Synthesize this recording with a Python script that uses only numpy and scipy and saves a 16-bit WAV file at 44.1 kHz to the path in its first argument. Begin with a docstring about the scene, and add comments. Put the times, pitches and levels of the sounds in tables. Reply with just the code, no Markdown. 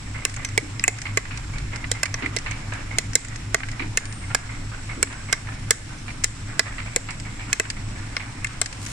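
"""A workshop, just in front of the open cabinet of a rotary press that squeezes powder into tablets.
The drive hums and throbs five times a second while the frame rumbles and the turning turret rubs.
Steel punches (the rods that press the powder) scrape and knock, and loose parts clink.
Air hisses and whistles through a gap, and the inverter that powers the motor whines.
The main sound is hard tablets clicking against a steel chute, which rings briefly after each hit."""
import sys
import numpy as np
from scipy import signal
from scipy.fft import rfft, irfft, next_fast_len
from scipy.io import wavfile
from scipy.ndimage import uniform_filter1d

SR = 44100
rng = np.random.default_rng(int(sys.argv[2]) if len(sys.argv) > 2 else 0)


def unload_wav(signal):
    """Save mono or channel-first audio to the path in sys.argv[1] as 16-bit WAV at rate SR, clipped to [-1, 1]."""
    wavfile.write(
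        sys.argv[1],
        SR,
        np.round(np.clip(np.atleast_2d(signal).T, -1, 1) * 32767).astype(np.int16),
    )


N = 393372
TIME = np.arange(N) / SR

# Tone colours, or how strong each frequency is in a noise: f/Hz, level/dB
CABINET_COLOUR = [(90, -30), (150, -2.5), (195, 0), (230, 0), (272, 3.5), (350, -7), (500, -18.5),
                  (1200, -73)]  # the cabinet's low drone
RUB_COLOUR = [(200, -25), (380, -8.5), (550, -3), (900, -1), (1550, -0.5), (1900, -2), (2090, 0),
              (2300, -1.5), (2650, -4.5), (3300, -14), (6000, -26), (12000, -53)]  # steel sliding on steel
HISS_COLOUR = [(500, -8), (2500, 0), (3900, -0.5), (4900, -1.5), (5330, 2), (5700, 0), (6400, -2.5),
               (7500, 0), (8500, -4), (9400, -8), (10100, -24), (15000, -33)]  # hissing air
KNOCK_COLOUR = [(250, -35), (550, -0.5), (1000, 6.5), (1600, 7.5), (2150, 11.5), (2700, 7), (3400, -2.5),
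                (4500, -2.5), (7500, -49)]  # a knocked punch
SHEET_COLOUR = [(250, -22), (500, 15), (1000, 5), (2000, 13.5), (3300, 0), (5500, 3), (7700, 6.5),
                (9500, 2), (12000, -14), (15000, -17)]  # sheet metal around the chute


def gain_of(db):
    """Turns decibels into a number to multiply a sound by."""
    return 10 ** (np.asarray(db) / 20)


def evened(x):
    """Scales a signal to an average strength (rms) of 1."""
    return x / np.sqrt(np.mean(x ** 2) + 1e-20)


def read(points, hz):
    """Looks up hz in a table of (frequency, value), on a scale where all octaves are equally wide."""
    f, value = np.transpose(points)
    return np.interp(np.log(hz + 1), np.log(f + 1), value)


def curves(rows):
    """Joins the rows of a timed table with straight lines, giving one curve per value column."""
    s, *columns = np.transpose(rows)
    return [np.interp(TIME, s, column) for column in columns]


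def add(mix, s, sound):
    """Mixes a sound in, starting at s seconds."""
    part = mix[:, max(round(s * SR), 0):][:, :sound.shape[1]]
    part += sound[:, :part.shape[1]]


def rising(t, rise_s):
    """A quick, smooth rise from 0 to 1."""
    return 1 - np.exp(-t / rise_s)


def dying(t, t60):
    """A fade that loses 60 dB in t60 seconds."""
    return np.exp(-np.log(1000) * t / t60)


def wander(per_s):
    """A smooth random drift with up to about per_s wiggles a second."""
    size = next_fast_len(N, real=True)
    hz = np.fft.rfftfreq(size, 1 / SR)
    slow_part = rfft(rng.standard_normal(size)) * np.exp(-(hz / per_s) ** 2)
    return evened(irfft(slow_part, size)[:N])


def rattle(size, gap_s, depth_db):
    """The uneven loudness of parts that touch and separate about every gap_s seconds."""
    jolts = np.clip(rng.standard_normal(400), -2, 2)
    position = np.arange(size) / SR / gap_s
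    return evened(gain_of(depth_db * np.interp(position, np.arange(400), jolts)))


def bandpass(x, edges_hz):
    """Keeps the part of x between two frequencies."""
    return signal.sosfilt(signal.butter(5, edges_hz, btype="band", fs=SR, output="sos"), x)


def coloured(x, db):
    """Turns each frequency up or down by db without smearing sound earlier, so hits stay sharp."""
    log_gain = np.log(gain_of(np.concatenate([db, db[-2:0:-1]])))
    response = np.exp(signal.hilbert(log_gain).conj())[:len(db)]
    return irfft(rfft(x) * response)


def noise(colour, size=N, likeness=None):
    """Stereo noise of a given tone colour; the two ears hear alike in the bass, less so higher up."""
    # how alike the ears hear the machine: f/Hz, likeness (0 to 1)
    usual_likeness = [(40, 1), (110, 0.97), (200, 0.95), (300, 0.75), (640, 0), (1400, 0.34), (3000, 0),
                      (15000, 0)]
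    # how much louder the left ear is: f/Hz, left minus right/dB
    balance = [(300, 0), (700, -1.5), (1300, -2), (2300, -5), (3000, 3), (4300, -2.5), (8000, 4.5),
               (12000, -4)]
    hz = np.fft.rfftfreq(size, 1 / SR)
    left, other = rfft(rng.standard_normal((2, size)))
    same = read(likeness or usual_likeness, hz)
    right = same * left + np.sqrt(1 - same ** 2) * other
    db = read(colour, hz) + np.array([[.5], [-.5]]) * read(balance, hz)
    return evened(irfft(np.array([left, right]) * gain_of(db), size))


def ringing(colour, hz, size, width, peak_db):
    """Noise in which one ringing pitch stands out; width is a fraction of that pitch."""
    grid_hz = np.geomspace(100, 16000, 200)
    ring_db = peak_db / (1 + (np.log(grid_hz / hz) / width) ** 2)
    return noise(np.transpose([grid_hz, read(colour, grid_hz) + ring_db]), size)


def fuzzy_tone(hz, width_hz):
    """A narrow band of noise around one pitch."""
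    phase = 2 * np.pi * np.cumsum(hz * np.ones(N)) / SR
    return wander(width_hz) * np.cos(phase) + wander(width_hz) * np.sin(phase)


def room_echo(x):
    """The workshop's wash of echoes, in which each frequency dies away at its own speed."""
    # how long the room rings: f/Hz, t60/s
    ring_times = [(200, 0.14), (1000, 1), (4000, 0.1), (8000, 0.52), (11000, 0.15)]
    hz, t, bands = signal.stft(rng.standard_normal((2, SR // 2)), SR, nperseg=256)
    fade = dying(t, read(ring_times, hz)[:, None]) * rising(t, rise_s=.016)
    tail = signal.istft(bands * fade, SR, nperseg=256)[1]
    return signal.fftconvolve(x, tail / np.linalg.norm(tail[0]), axes=1)[:, :N]


def air_hiss(level_db=-45.5):
    """Air hisses with a slight flutter."""
    return gain_of(level_db + wander(36)) * noise(HISS_COLOUR)


def inverter_whine(fuzz_db=-66):
    """The motor's power is switched very fast, making two high tones, the upper one fuzzy."""
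    # switching tones: f/Hz, level/dB
    tones = [(5330, -64), (10667, -70)]
    fuzz = gain_of(fuzz_db) * fuzzy_tone(tones[-1][0], width_hz=200)
    return fuzz + np.sqrt(2) * sum(gain_of(db) * np.sin(2 * np.pi * hz * TIME) for hz, db in tones)


def air_whistle(gain_db=8.5, lull_s=.39, lull_db=-10):
    """Air whistles through a gap; twice it breaks off, returns as a higher hiss and slides back."""
    # the undisturbed whistle: t/s, f/Hz, level/dB
    at_rest = [(0, 7760, -59.5), (2.2, 7300, -65), (3.4, 7380, -65), (5, 7830, -59), (7.5, 7640, -58),
               (8.92, 8400, -65)]
    # its returns after a lull: t/s, length/s, pitch jump/Hz, level change/dB
    slides = [(3.99, 0.5, 1600, 7.5), (5.757, .65, 1800, -9)]
    hz, db = curves(at_rest)
    purity = .8
    for s, length_s, jump_hz, change_db in slides:
        upset = np.interp(TIME - s, [-lull_s, 0, length_s], [0, 1, 0])
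        hz += jump_hz * upset
        purity *= (1 - upset) ** 2
        stages_s = [-lull_s, -lull_s / 2, 0, length_s / 4, length_s]
        db += np.interp(TIME - s, stages_s, [0, lull_db, lull_db, change_db, 0])
    clear = purity * fuzzy_tone(hz, width_hz=110)
    breathy = np.sqrt(1 - purity ** 2) * fuzzy_tone(hz, width_hz=560)
    return gain_of(db + gain_db) * (clear + breathy)


def frame_rumble(gain_db=4, drone_db=-44):
    """The shaking frame rumbles deeply and the cabinet drones above it."""
    # tone colour of the rumble: f/Hz, level/dB
    colour = [(5, -22), (17, 3), (23, 3), (35, -5), (56, -0.5), (68, -9.5), (82, -12.5), (105, -12.5),
              (130, -4.5), (160, -12.5), (220, -21.5), (500, -83)]
    # strength of the rumble: t/s, level/dB
    levels = [(0, -39.5), (1.12, -40), (1.46, -35), (2.01, -38.5), (8.92, -40)]
    rumble = gain_of(curves(levels)[0] + gain_db) * noise(colour)
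    return rumble + gain_of(drone_db) * noise(CABINET_COLOUR)


def shudder(width_s=.08):
    """A gain for the low sounds, which swell briefly when the frame shudders under load."""
    # shudders: t/s, extra level/dB
    swells = [(1.64, 4), (3.06, 4.5), (5.61, 1), (7.9, 3.5)]
    return gain_of(sum(db * np.exp(-((TIME - s) / width_s) ** 2) for s, db in swells))


def turret_rub(gain_db=-1.55, patch_db=1.8):
    """Sliding punches make the turret rub unevenly, now in one range of pitch, now in another."""
    # strength of the rubbing: t/s, level/dB
    levels = [(0, -43.5), (1.8, -43), (2.45, -39.5), (3.3, -43.5), (5.1, -44), (6.3, -44.5), (8.92, -41.5)]
    edges_hz = np.geomspace(200, 9000, 10)
    sliding = noise(RUB_COLOUR)
    rub = sum(bandpass(sliding, band) * gain_of(patch_db * wander(14))
              for band in zip(edges_hz, edges_hz[1:]))
    return rub * gain_of(curves(levels)[0] + gain_db + wander(36))


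def drive_hum(pitch_hz=104.2, glide_hz=6.5, turn_s=.1976, first_throb_s=.145, start_db=-29.5):
    """The gears' hum swells and slides upward once per turn of the shaft; no two throbs are equal."""
    turns = (TIME - first_throb_s) / turn_s
    hz = pitch_hz + glide_hz * np.sin(2 * np.pi * turns) + 2 * wander(8.7)
    throb = 1 - .75 * np.sin(np.pi * turns) ** 2
    flutter = 1 + .21 * wander(28)
    db = start_db - .63 * TIME + wander(.5 / turn_s)  # fades as the listener backs away
    return gain_of(db) * throb * flutter * np.sqrt(2) * np.sin(2 * np.pi * np.cumsum(hz) / SR)


def rustle(crackle_db=3, band_hz=(2500, 15000)):
    """A soft, bright, crackly rustle close by, at the very end."""
    # strength of the rustle: t/s, level/dB
    levels = [(8.72, -77), (8.82, -42.5), (8.92, -38.5)]
    db = curves(levels)[0] + crackle_db * wander(200)
    return gain_of(db) * evened(bandpass(noise(SHEET_COLOUR), band_hz))


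def roller_bumps():
    """A punch passes under the pressing rollers with a soft, low bump."""
    # bumps: t/s, level/dB
    bumps = [(0.619, -34), (2.22, -29.5), (3.8, -30.5), (4.971, -30)]
    out, t = np.zeros((2, N)), np.arange(SR // 3) / SR
    for s, db in bumps:
        body = evened(bandpass(noise(CABINET_COLOUR, len(t)), edges_hz=(260, 650)))
        add(out, s, gain_of(db) * rising(t, rise_s=.0024) * dying(t, t60=.42) * body)
    return out


def punch_scrapes(gain_db=4, bite_db=-2, hold_s=.025):
    """A punch bites on the cam (the track that lifts it), then scrapes over it with a gritty chuff."""
    # scrapes: t/s, level/dB, ringing f/Hz
    scrapes = [(0.143, -39.5, 2120), (0.37, -39, 2020), (1.533, -41, 2280), (1.72, -37, 2100),
               (1.945, -40, 2070), (2.172, -40.5, 2020), (2.72, -37, 1650), (2.908, -38.5, 2180),
               (3.305, -44, 1930), (3.715, -43.5, 1970), (4.005, -43, 1690), (4.222, -46, 2140),
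               (4.3, -40.5, 1400), (4.49, -40.5, 2100), (4.715, -41, 1510), (4.89, -39.5, 2140),
               (5.1, -39, 1550), (5.285, -41, 2150), (5.47, -40.5, 1780), (5.89, -47, 1530),
               (6.485, -43.5, 1580), (6.655, -38.5, 1800), (6.858, -40.5, 2300), (7.25, -44, 2160),
               (7.48, -43, 1420), (7.765, -46.5, 2050), (7.955, -45, 1730)]
    out, t = np.zeros((2, N)), np.arange(SR // 4) / SR
    slide_fade = dying(np.maximum(t - hold_s, 0), t60=.46)
    for s, db, hz in scrapes:
        slide = slide_fade * ringing(RUB_COLOUR, hz, len(t), width=.047, peak_db=11)
        bite = gain_of(bite_db) * dying(t, t60=.064) * noise(KNOCK_COLOUR, len(t))
        grit = rattle(len(t), gap_s=.004, depth_db=3.5)
        add(out, s, gain_of(db + gain_db) * rising(t, rise_s=.0013) * grit * (slide + bite))
    return out


def steel_clinks(gain_db=8, pitch_hz=1950):
    """Loose steel parts clink lightly, each time at a slightly different pitch."""
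    # clinks: t/s, level/dB
    clinks = [(1.2525, -36.5), (1.842, -28.5), (2.058, -29.5), (2.26, -26), (3.603, -34), (3.633, -30.5),
              (3.686, -34), (5.0715, -36), (7.6516, -34.5)]
    out, t = np.zeros((2, N)), np.arange(SR // 10) / SR
    for s, db in clinks:
        hz = pitch_hz * (1 + .09 * rng.standard_normal())
        steel = ringing(KNOCK_COLOUR, hz, len(t), width=.08, peak_db=10)
        add(out, s, gain_of(db + gain_db) * rising(t, rise_s=.0005) * dying(t, t60=.041) * steel)
    return out


def punch_knocks(gain_db=-6, pitch_hz=2260):
    """Punches knock in their guides, then ring and rattle briefly."""
    # knocks: t/s, level/dB
    knocks = [(1.055, -20), (1.3082, -23), (2.223, -18.5), (2.4621, -21), (2.5107, -23), (3.7957, -20),
              (6.0813, -25.5), (6.782, -20), (7.0876, -21.5), (7.394, -25), (8.1966, -23)]
    out, t = np.zeros((2, N)), np.arange(SR // 3) / SR
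    shape = rising(t, rise_s=.000058) * dying(t, t60=.22)
    for s, db in knocks:
        hz = pitch_hz * (1 + .07 * rng.standard_normal())
        steel = ringing(KNOCK_COLOUR, hz, len(t), width=.03, peak_db=8)
        add(out, s, gain_of(db + gain_db) * shape * rattle(len(t), gap_s=.004, depth_db=3) * steel)
    return out


def tablet_nudges(gain_db=-4.5, pitch_hz=5500, band_hz=(1500, 9000), chips_db=-57, chips_per_s=30):
    """Tablets tick against each other over a faint, random jostling of powder and chips."""
    # nudges on the guide that leads the tablets out: t/s, level/dB
    nudges = [(0.2962, -24), (0.341, -23), (0.3632, -21.5), (0.488, -25), (0.986, -23), (1.017, -18.5),
              (1.374, -20.5), (1.583, -23), (1.7588, -20), (2.056, -15), (2.259, -32), (2.386, -19),
              (2.5102, -19.5), (2.736, -26), (3.1326, -20.5), (3.248, -23), (3.284, -27.5), (3.359, -22),
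              (3.686, -26), (3.715, -24), (4.054, -22), (4.125, -25), (5.126, -26.5), (6.238, -10.5),
              (7.1065, -20), (7.199, -24), (7.7012, -13), (8.469, -20.5), (8.659, -15), (8.727, -22),
              (8.863, -18.5)]
    t = np.arange(SR // 10) / SR
    tick = rising(t, rise_s=.0003) * dying(t, t60=.033)
    chip_sizes = gain_of(4.5 * np.minimum(rng.exponential(1, N), 2))
    chip_hits = chip_sizes * (rng.random(N) < chips_per_s / SR)
    jostling = evened(signal.oaconvolve(chip_hits, tick)[:N])
    out = gain_of(chips_db) * jostling * evened(bandpass(noise(SHEET_COLOUR), band_hz))
    for s, db in nudges:
        hz = pitch_hz * np.exp(.25 * rng.standard_normal())
        body = ringing(SHEET_COLOUR, hz, len(t), width=.1, peak_db=8)
        add(out, s, gain_of(db + gain_db) * tick * evened(bandpass(body, band_hz)))
    return out


def rim_pings(pitch_hz=6070):
    """A tablet grazes the rim of the chute, which gives a thin, clear ping."""
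    # pings: t/s, level/dB
    pings = [(0.448, -27), (5.985, -44)]
    out, t = np.zeros((2, N)), np.arange(SR // 5) / SR
    for s, db in pings:
        add(out, s, gain_of(db) * dying(t, t60=.1) * np.sin(2 * np.pi * pitch_hz * t)[None])
    return out


def chute_ring(t, spot_db=4.5, detune=.035, sheet_db=5, echoes_db=-6, tail_db=-26):
    """One tap on the chute: its own tones, close echoes off the sheet metal and a crumbly tail."""
    # the chute's tones: f/Hz, t60/s, level/dB, left minus right/dB, left phase lead/rad
    chute_tones = [(456, 0.032, 1, -7, -1.38), (664, 0.032, -6, -7, -0.89), (1130, 0.046, -14, -3, 0.42),
                   (1576, 0.035, -8, -10.5, -0.18), (1773, 0.031, -1.5, -3.5, -1.1),
                   (2081, 0.037, 4, -7.5, 1), (2294, 0.019, -1.5, 6, 1), (2555, 0.029, -3.5, 2, 1),
                   (4110, .03, -14, -14, 1), (5380, 0.014, -8.5, -22, 0.87), (7400, 0.021, -7.5, -8, -0.9),
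                   (7950, 0.0014, 17, -6.5, -1.1)]
    # how alike the ears hear a close sound: f/Hz, likeness (0 to 1)
    close_likeness = [(300, 0.71), (1700, 0.12), (2600, 0.24), (5000, 0.12)]
    hz, t60, db, balance_db, lead = np.transpose(chute_tones)[:, :, None]
    spot, shift = rng.standard_normal((2, len(chute_tones), 1))  # each spot hit favours other tones
    side = np.array([.5, -.5])[:, None, None]
    strength = gain_of(db + spot_db * spot + side * balance_db) * dying(t, t60)
    tones = (strength * np.sin(2 * np.pi * hz * (1 + detune * shift) * t + side * lead)).sum(1)
    crumbly = rattle(len(t), gap_s=.003, depth_db=5)
    tail = gain_of(tail_db) * dying(t, t60=.2) * crumbly * noise(HISS_COLOUR, len(t))
    echo_fade = gain_of(sheet_db) * dying(t, t60=.007) + gain_of(echoes_db) * dying(t, t60=.026)
    echoes = echo_fade * noise(SHEET_COLOUR, len(t), close_likeness)
    return (tones + tail + echoes) * rising(t, rise_s=.0002)


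def tablet_click(chatter_s, snap_hz, band_levels_db, rebound=.55, snap_db=6, attack_s=.012):
    """A tablet lands and bounces three times; a flat landing thuds, one on the edge snaps."""
    # pitch ranges of the thud, clack, ring, crack and snap: lowest f/Hz, highest f/Hz
    bands = [(340, 1000), (1000, 1850), (1850, 3000), (3000, 6500), (6500, 16000)]
    t = np.arange(4096) / SR
    hz = np.fft.rfftfreq(len(t), 1 / SR)
    ring = chute_ring(t)
    for delay_s in rng.uniform(.2, 1, 3) * chatter_s:
        add(ring, delay_s, rebound * chute_ring(t))
    ring = coloured(ring, snap_db / (1 + ((hz / snap_hz - 1) / .063) ** 2))  # a peak at the snap
    # bring each band to its level, counting its energy as if it all came within attack_s
    power = (abs(rfft(ring)) ** 2).mean(0) * 2 / len(t) / (attack_s * SR)
    gains_db = [db - 10 * np.log10(power[(hz >= low) & (hz < high)].sum())
                for (low, high), db in zip(bands, band_levels_db)]
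    steps_db = np.interp(hz, np.ravel(bands), np.repeat(gains_db, 2))
    bass_cut_db = -10 * np.log10(1 + (310 / (hz + 30)) ** 8)  # the small chute gives off no bass
    return coloured(ring, bass_cut_db + uniform_filter1d(steps_db, size=17))


def tablets_on_chute(gain_db=1):
    """Tablets click on the chute, which ends up to the left as the listener steps back and turns."""
    # landings: t/s, chatter length/s, snap f/Hz, then level/dB of thud, clack, ring, crack and snap
    landings = [(0.2511, 0.00072, 5750, -32.5, -28.5, -25, -24, -21),
                (0.448, 0.0036, 6130, -52, -38.5, -29.5, -30, -33),
                (0.5773, .0014, 8300, -21.5, -29, -16, -23, -22),
                (0.7954, 0.00091, 5130, -49, -52, -32, -29, -47),
                (0.8391, 0.00094, 7490, -51, -25.5, -18, -46, -21.5),
                (0.879, 0.0026, 7600, -24, -27.5, -18.5, -26.5, -16.5),
                (1.1725, .0027, 7260, -23, -25.5, -18, -26.5, -24.5),
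                (1.9147, 0.0029, 7540, -30, -33.5, -29, -23.5, -21.5),
                (2.032, 0.0022, 5330, -31, -24.5, -23, -23.5, -23),
                (2.1413, 0.0017, 6270, -36.5, -31, -30, -26.5, -39),
                (2.3646, 0.0049, 8140, -30.5, -36, -25.5, -25, -28),
                (2.985, 0.00071, 7240, -30, -32.5, -22, -21, -19.5),
                (3.154, 0.0022, 7300, -28, -27.5, -20.5, -18, -13.5),
                (3.545, .0016, 6800, -24, -21, -18.5, -24.5, -22.5),
                (3.973, .0012, 7000, -33, -24, -21.5, -24.5, -19.5),
                (4.3477, 0.0024, 5360, -26.5, -19.5, -23.5, -22, -21),
                (5.0279, 0.003, 7850, -26, -24, -21.5, -23, -15.5),
                (5.327, .005, 5650, -30, -20, -19.5, -19, -22),
                (5.7073, .0037, 6900, -24, -18.5, -19.5, -17, -14),
                (6.2424, 0.0011, 7560, -38, -29, -24.5, -23, -18.5),
                (6.594, 0.0017, 4700, -25.5, -19.5, -17.5, -17.5, -22.5),
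                (6.961, 0.0015, 7500, -23, -30, -24.5, -24.5, -18.5),
                (7.5292, 0.0023, 6260, -39, -25.5, -20.5, -21, -22.5),
                (7.598, 0.0017, 7740, -23.5, -25, -20.5, -28, -23),
                (8.1664, 0.0018, 5080, -38, -28.5, -25, -26.5, -46),
                (8.4451, .0022, 7490, -63, -31.5, -22.5, -37, -31.5),
                (8.6151, .0016, 7800, -31, -26, -26.5, -23.5, -20)]
    # direction of the chute: t/s, left minus right/dB
    direction = [(0, 2), (4.3, 1), (5.1, 3), (7.6, 2.5), (8.6, 9.5)]
    out = np.zeros((2, N))
    for s, chatter_s, snap_hz, *band_levels_db in landings:
        add(out, s, tablet_click(chatter_s, snap_hz, band_levels_db))
    return gain_of(gain_db + np.array([[.5], [-.5]]) * curves(direction)[0]) * out


def scene(room_db=-24):
    """The running press, with its sharp hits echoing in the room."""
    hits = tablets_on_chute() + punch_knocks() + steel_clinks() + rim_pings()
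    low_sounds = shudder() * (drive_hum() + frame_rumble())
    running = low_sounds + turret_rub() + air_hiss() + punch_scrapes() + roller_bumps()
    whines = np.array([air_whistle() + inverter_whine() for ear in range(2)])
    return hits + gain_of(room_db) * room_echo(hits) + tablet_nudges() + rustle() + running + whines


def record(dry, threshold_db=-25, recovery_db_per_s=80, attack_s=.0084, top_hz=16200):
    """Gain control dips the level after loud clicks, the bass most; peaks and the top treble are cut."""
    power = uniform_filter1d((dry ** 2).mean(0), size=128)
    power_db = 10 * np.log10(abs(power) + 1e-12)
    fall_db = TIME * recovery_db_per_s
    held_db = np.maximum.accumulate(power_db + fall_db) - fall_db  # each peak sinks back steadily
    over_db = np.maximum(held_db - threshold_db, 0)
    lag = np.exp(-1 / (attack_s * SR))
    smooth_over_db = signal.lfilter([1 - lag], [1, -lag], over_db)
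    bass = signal.sosfiltfilt(signal.butter(2, 400, fs=SR, output="sos"), dry)
    dipped = bass / gain_of(.35 * smooth_over_db) + (dry - bass) / gain_of(.086 * smooth_over_db)
    treble_cut = signal.firwin(511, top_hz, window=("kaiser", 9), fs=SR)
    return signal.oaconvolve(np.clip(dipped, -1, 1), treble_cut[None], "same")


dry = scene()
out = record(dry)
unload_wav(out)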